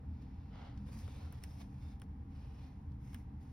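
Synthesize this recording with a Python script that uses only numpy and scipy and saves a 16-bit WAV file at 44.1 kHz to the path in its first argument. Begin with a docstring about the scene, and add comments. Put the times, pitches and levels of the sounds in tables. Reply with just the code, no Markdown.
"""The pages of a glossy paperback are turned by hand, close by, in a quiet room with a low rumble.
Fingers pat the paper, sheets rub and hiss as they slide over each other, the book shifts and bumps,
and a page opens under the thumb with a soft, dull swish. Page edges snap off the thumb: each snap runs
through the sheet as a bending wave, high notes first, and nudges the book into a soft thump."""
import sys
import numpy as np
from scipy import signal
from scipy.fft import rfft, irfft
from scipy.io import wavfile

SR = 44100
rng = np.random.default_rng(int(sys.argv[2]) if len(sys.argv) > 2 else 0)


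def output_pcm(signal):
    """Save a mono or channel-first signal as 16-bit PCM at the path in sys.argv[1].

    Samples are clipped to [-1, 1] before scaling.
    """
    pcm = np.clip(np.atleast_2d(signal).T, -1, 1) * 32767
    wavfile.write(sys.argv[1], SR, np.round(pcm).astype(np.int16))


N = 155232
T, HZ = np.arange(N) / SR, np.fft.rfftfreq(N, 1 / SR)


def amp(db):
    """Turns decibels into a gain."""
    return 10 ** (np.asarray(db) / 20)


def unit(x):
    """Scales a signal to an average (rms) level of 1."""
    return x / np.sqrt(np.mean(abs(x) ** 2) + 1e-30)


def read(points, hz=HZ):
    """Joins a table's points into a curve along a log-frequency axis."""
    freqs, values = np.transpose(points)
    return np.interp(np.log(hz + 1), np.log(freqs), values)


def pair(a, b, likeness):
    """Mixes two noises into left and right: likeness 0 is unrelated, 1 is identical."""
    mid, side = np.sqrt((1 + likeness) / 2) * a, np.sqrt((1 - likeness) / 2) * b
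    return np.array([mid + side, mid - side])


def stroke(start, end, rise, fall):
    """The speed of one movement: it eases in from start, holds, and fades after end."""
    ease_in = np.sin(np.pi / 2 * np.clip((T - start) / rise, 0, 1))
    return ease_in * np.exp(-(np.maximum(T - end, 0) / fall) ** 2)


# Room air and microphone hiss. Each row: frequency in Hz, relative level in dB.
AIR_COLOUR = [(15, -16), (30, -12), (50, -2.5), (105, 0), (250, -6.5), (310, -12), (385, -24.5),
              (620, -29.5), (1000, -28.5), (1500, -33), (2100, -36), (3000, -43), (5200, -49), (7000, -53),
              (10000, -58), (12000, -55.5), (14000, -47), (16000, -79.5)]
# The room's low resonances. Each row: frequency in Hz, width in Hz, level in dB.
ROOM_RESONANCES = [(58.9, 25, -54), (77, 13, -52.5), (124.9, 26, -56), (197.7, 22, -60), (257.5, 11, -66.5),
                   (284, 14, -66.5), (457, 55, -77), (793.6, 27, -76), (859, 290, -72)]
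# The room's stereo spread. Each row: frequency in Hz, left-right likeness from 0 to 1.
AIR_LIKENESS = [(100, 1), (200, 0.99), (350, 0.88), (650, 0), (1200, 0), (1850, 0.67), (2900, .25),
                (4500, 0.13), (5500, 1), (7200, 1), (10000, 0.93), (16000, 1)]

def room_tone(air_db=-55):
    """Steady air, and a rumble that booms in the low resonances of the room."""
    power = (amp(air_db) * unit(amp(read(AIR_COLOUR)))) ** 2
    for hz, width, db in ROOM_RESONANCES:
        peak = 1 / (1 + (1.29 * (HZ - hz) / width) ** 2) ** 1.42
        power += (amp(db) * unit(peak)) ** 2
    noise = pair(*rfft(rng.standard_normal((2, N))), read(AIR_LIKENESS))
    return irfft(noise * np.sqrt(power), N)


# The paper's stereo spread. Each row: frequency in Hz, left-right likeness from 0 to 1.
PAPER_LIKENESS = [(300, 0.18), (800, 0.33), (1800, 0.79), (2900, 0.38), (5000, 0.65), (7200, 1), (10000, 1),
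                  (13500, 0.96), (16000, 0.67)]

def friction(colour, slips_per_s=6500, spread_db=2):
    """Rubbing is thousands of tiny slips of uneven size; the surfaces set their tone colour."""
    sizes = amp(spread_db * np.minimum(rng.exponential(1, (2, N)), 5))
    slips = sizes * rng.choice([-1, 1], (2, N)) * (rng.random((2, N)) < slips_per_s / SR)
    spectrum = pair(*rfft(slips), read(PAPER_LIKENESS))
    return unit(irfft(spectrum * amp(read(colour)), N))


# Finger taps. Each row: start in seconds, level in dB.
FINGER_PATS = [(0.031, -59), (0.242, -64), (0.887, -55.5), (1.077, -55), (1.431, -63), (2.02, -64),
               (2.443, -63), (2.583, -63)]
# The tone of a tap. Each row: frequency in Hz, relative level in dB.
PAT_COLOUR = [(200, -34), (450, 4.5), (620, -4), (1000, -9), (2200, -23.5), (4000, -45), (16000, -68)]

def patting_fingers(decay_s=0.011):
    """Soft fingertips land on the stack of pages with a hollow pat."""
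    touch = np.zeros(N)
    for start, db in FINGER_PATS:
        decay = np.exp(-np.maximum(T - start, 0) / decay_s)
        touch += amp(db) * stroke(start, start, rise=0.0051, fall=1) * decay
    return touch * friction(PAT_COLOUR)


def judder(depth_db=0.78, cutoff_hz=24.4):
    """An uneven grip makes the loudness of rubbing flutter."""
    wobble = irfft(rfft(rng.standard_normal(N)) / (1 + (HZ / cutoff_hz) ** 2), N)
    return amp(depth_db * unit(wobble))


def resonate(x, hz, width_hz):
    """A resonance that lets through a narrow band around the moving pitch hz."""
    turn = np.exp(2j * np.pi * np.cumsum(hz) / SR)
    feedback = np.exp(-np.pi * width_hz / SR)
    return 2 * (turn * signal.lfilter([1 - feedback], [1, -feedback], x / turn)).real


def ripple(x, depth_db=2.5, spacing_hz=91.8):
    """Every curved sheet has its own shallow resonances, drawn here at random."""
    freqs = np.arange(0, SR / 2, spacing_hz)
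    gains_db = depth_db * rng.standard_normal(len(freqs))
    return irfft(rfft(x) * amp(np.interp(HZ, freqs, gains_db)), N)


# Sheets sliding. Each row: start, end, rise and fall in seconds, rub level in dB, hiss level in dB,
# the sheet's resonance halfway through in Hz.
PAGE_SLIDES = [(0.046, 0.476, 0.19, 0.093, -76, -99, 2450), (0.212, 0.223, .012, 0.016, -75, -82, 5270),
               (0.725, 0.85, .06, 0.044, -75, -87.5, 1310), (0.855, 0.889, 0.043, 0.029, -66.5, -74, 2200),
               (0.91, 1.005, 0.029, 0.025, -65, -68.5, 4940), (1.018, 1.137, 0.03, 0.06, -65.5, -75, 3570),
               (1.152, 1.26, 0.085, 0.074, -64.5, -77, 1380), (1.316, 1.367, 0.016, 0.09, -70.5, -79, 1760),
               (1.415, 1.621, 0.025, 0.046, -70.5, -75.5, 5500),
               (1.595, 1.613, 0.026, 0.011, -60, -73.5, 2160),
               (1.656, 1.796, 0.11, 0.038, -76, -83.5, 2380), (1.796, 1.897, 0.086, 0.057, -69, -78, 3640),
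               (2.011, 2.025, 0.008, 0.028, -76, -80, 3000), (2.274, 2.56, 0.12, 0.065, -72, -84.5, 2430),
               (2.58, 2.66, 0.068, 0.082, -69.5, -82.5, 1840), (2.744, 2.934, 0.04, 0.035, -91, -94, 2600),
               (2.986, 3.18, 0.11, 0.048, -73, -76, 2120), (3.395, 3.53, 0.025, 0.027, -77, -82.5, 5450)]
# The rub and the hiss of paper on paper. Each row: frequency in Hz, relative level in dB.
RUB_COLOUR = [(150, -33), (450, 9.5), (620, 4), (1000, 3.5), (1600, -3), (2400, -2), (3400, -5),
              (5200, -6.5), (6800, -17), (9000, -35), (16000, -41)]
HISS_COLOUR = [(500, -47), (2000, 2), (3800, -13.5), (5200, 6.5), (7200, 2), (8200, 2), (11000, -0.5),
               (13000, 0), (15500, -7)]

def sliding_pages(resonance_db=-4, octaves_per_s=0.5):
    """A dull rub and a fine hiss pass through a sheet whose resonance climbs as it bends."""
    rub, hiss = friction(RUB_COLOUR), friction(HISS_COLOUR)
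    out = np.zeros((2, N))
    for start, end, rise, fall, rub_db, hiss_db, sheet_hz in PAGE_SLIDES:
        paper = amp(rub_db) * rub + amp(hiss_db) * hiss
        glide = 2 ** np.clip(octaves_per_s * (T - (start + end) / 2), -1, 1)
        paper += amp(resonance_db) * resonate(paper, sheet_hz * glide, width_hz=200)
        level = np.hypot(amp(rub_db), amp(hiss_db))
        out += level * stroke(start, end, rise, fall) * unit(ripple(paper))
    return judder() * out


def thud(t, hz, decay_s):
    """The book swings at a low pitch, starting softly and dying away."""
    return np.sin(2 * np.pi * hz * t) * np.sqrt(2 * np.e * t / decay_s) * np.exp(-t / decay_s)


# Changes of grip. Each row: start, end, rise and fall in seconds, level in dB.
GRIP_SHIFTS = [(0.061, 0.264, 0.0083, 0.02, -52.5), (0.75, 0.95, 0.044, 0.048, -51.5)]
# The book's dull rumble. Each row: frequency in Hz, relative level in dB.
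BOOK_COLOUR = [(30, -23), (70, 3), (135, 5.5), (165, -9.5), (210, -2.5), (300, -17.5), (420, -40),
               (900, -52), (4000, -91)]
# Bumps against the hands. Each row: start in seconds, pitch in Hz, level in dB.
BOOK_BUMPS = [(0.075, 81, -43), (0.085, 199, -49.5), (0.805, 201, -47.5), (0.82, 68.5, -41.5),
              (0.955, 220, -46), (1.037, 83, -39), (1.439, 71.7, -42.5), (2.254, 279.7, -51),
              (2.875, 76.5, -39), (3.149, 239.3, -51)]

def shifting_book():
    """The block of pages rumbles as the hands shift their grip, and bumps now and then."""
    effort = sum(amp(db) * stroke(*timing) for *timing, db in GRIP_SHIFTS)
    rumble = unit(irfft(rfft(rng.standard_normal(N)) * amp(read(BOOK_COLOUR)), N))
    bumps = sum(amp(db) * thud(np.maximum(T - start, 0), hz, decay_s=0.021)
                for start, hz, db in BOOK_BUMPS)
    return effort * rumble + bumps


# The swish of the opening page. 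Each row: start, end, rise and fall in seconds, level in dB.
SWISHES = [(0.49, 0.632, .135, 0.11, -59.5)]
# Skin on paper. Each row: frequency in Hz, relative level in dB.
SKIN_COLOUR = [(150, -25), (450, 2), (620, 3), (800, 5.5), (1130, -2.5), (1350, 1.5), (1750, -10),
               (2150, -3.5), (2500, -13), (2900, -6.5), (5000, -15.5), (7000, -26.5), (10000, -37.5),
               (16000, -45)]

def page_swish():
    """A soft, dull swish as the page opens under the sliding thumb."""
    speed = sum(amp(db) * stroke(*timing) for *timing, db in SWISHES)
    return judder() * speed * friction(SKIN_COLOUR)


BEND_LAG_S = 0.00258  # travel time of a 1 kHz bending wave
# The crack of a page edge. Each row: frequency in Hz, relative level in dB.
CRACK_COLOUR = [(300, -14), (1500, -31), (2300, -39), (3100, -5.5), (4200, -17.5), (5400, 2), (6600, -7),
                (8900, 5), (10500, -0.5), (13000, 3), (16000, 1)]

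def snap(flex_db, crack_db, decay_s, flex_hz, thump_db, tilt_db, samples=4096):
    """A burst of slips makes the sheet flex and crack, low notes last; the book thumps softly."""
    t, hz = np.arange(samples) / SR, np.fft.rfftfreq(samples, 1 / SR)
    burst = unit(rng.standard_normal(samples) * np.exp(-t / decay_s))
    # Waves bounce back from the sheet's edges, strongly in the flex and weakly in the crack.
    echoes = pair(*rng.standard_normal((2, samples)), likeness=0.32)
    flex_ring = amp(-0.5) * unit(echoes * np.exp(-t / 0.007))
    crack_ring = amp(-11.5) * unit(echoes * np.exp(-t / 0.0065))
    flex_band = np.exp(-0.5 * (np.log2((hz + 1) / flex_hz) / 0.75) ** 2)  # spread of 0.75 octave
    crack_band = amp(read(CRACK_COLOUR, hz) + tilt_db * np.log2(1 + hz / 1100))  # tilts above 1100 Hz
    flex = amp(flex_db) * unit(flex_band * rfft(burst + flex_ring))
    crack = amp(crack_db) * unit(crack_band * rfft(burst + crack_ring))
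    bend_delay = np.exp(-4j * np.pi * BEND_LAG_S * np.sqrt(hz * 1000))
    paper = irfft((flex + crack) * bend_delay)
    return paper - amp(thump_db) * thud(t, hz=86, decay_s=0.0047)


# Page snaps. Each row: time in seconds, flex and crack strength in dB, burst decay in seconds,
# flex pitch in Hz, thump level in dB, crack tilt in dB per octave (higher is brighter).
PAGE_SNAPS = [(0.775, -43.5, -53, 0.0021, 2750, -40, -24), (0.988, -41, -45, 0.014, 3500, -54, -3),
              (1.0772, -35, -34.5, 0.0025, 1000, -56, -12), (1.325, -37, -32, 0.0018, 900, -72, 12),
              (1.4376, -32.5, -25.5, 0.00083, 1760, -45, -1), (1.9986, -52, -49, 0.0017, 2590, -53, -4),
              (2.0183, -35, -37.5, 0.00066, 1130, -60, -8), (2.918, -55, -52, 0.005, 3500, -41, -18),
              (3.131, -40.5, -44.5, 0.007, 1710, -51, -4), (3.145, -31, -31.5, 0.0012, 1540, -39, -4)]

def snapping_pages():
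    """Page edges snap off the thumb, each timed by the arrival of its high notes."""
    out = np.zeros((2, N))
    treble_lag_s = BEND_LAG_S / np.sqrt(10)  # travel time at 10 kHz
    for time, *settings in PAGE_SNAPS:
        sound = snap(*settings)
        first = round((time - treble_lag_s) * SR)
        out[:, first:first + sound.shape[1]] += sound[:, :N - first]
    return out


def reflections(x, level_db=-21, fade_s=0.081):
    """A small furnished room adds a short echo that drops 60 dB in fade_s."""
    t = T[:SR // 3]
    tail = rng.standard_normal((2, len(t))) * amp(-60 * t / fade_s) * (t > 0.003)
    tail = unit(tail) / np.sqrt(len(t))
    return amp(level_db) * signal.fftconvolve(x, tail, axes=1)[:, :N]


def scene():
    """The book close by, in its quiet room."""
    paper = patting_fingers() + sliding_pages() + page_swish() + snapping_pages()
    return room_tone() + paper + reflections(paper) + shifting_book()


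# The two microphone openings. Each row: frequency in Hz, how far left leads right in radians.
MIC_PHASE = [(20, 0), (1700, 0), (3000, .9), (4400, .75), (5300, .4), (6000, 1.55), (7100, 2.9),
             (7900, 3.35), (9000, 4.9), (10000, 6.2), (11100, 6.5), (12000, 7.8), (13100, 9.25),
             (14100, 9.65), (15000, 11), (16300, 12.5)]

def record(dry, top_hz=16050):
    """The two microphone openings hear high notes out of step; the very highest are cut off."""
    phase = np.interp(HZ, *np.transpose(MIC_PHASE))
    shifted = irfft(rfft(dry) * np.exp(0.5j * np.array([phase, -phase])), N)
    lowpass = signal.firwin(255, top_hz, window=("kaiser", 9), fs=SR)
    return signal.oaconvolve(shifted, lowpass[None], "same")


dry = scene()
out = record(dry)
output_pcm(out)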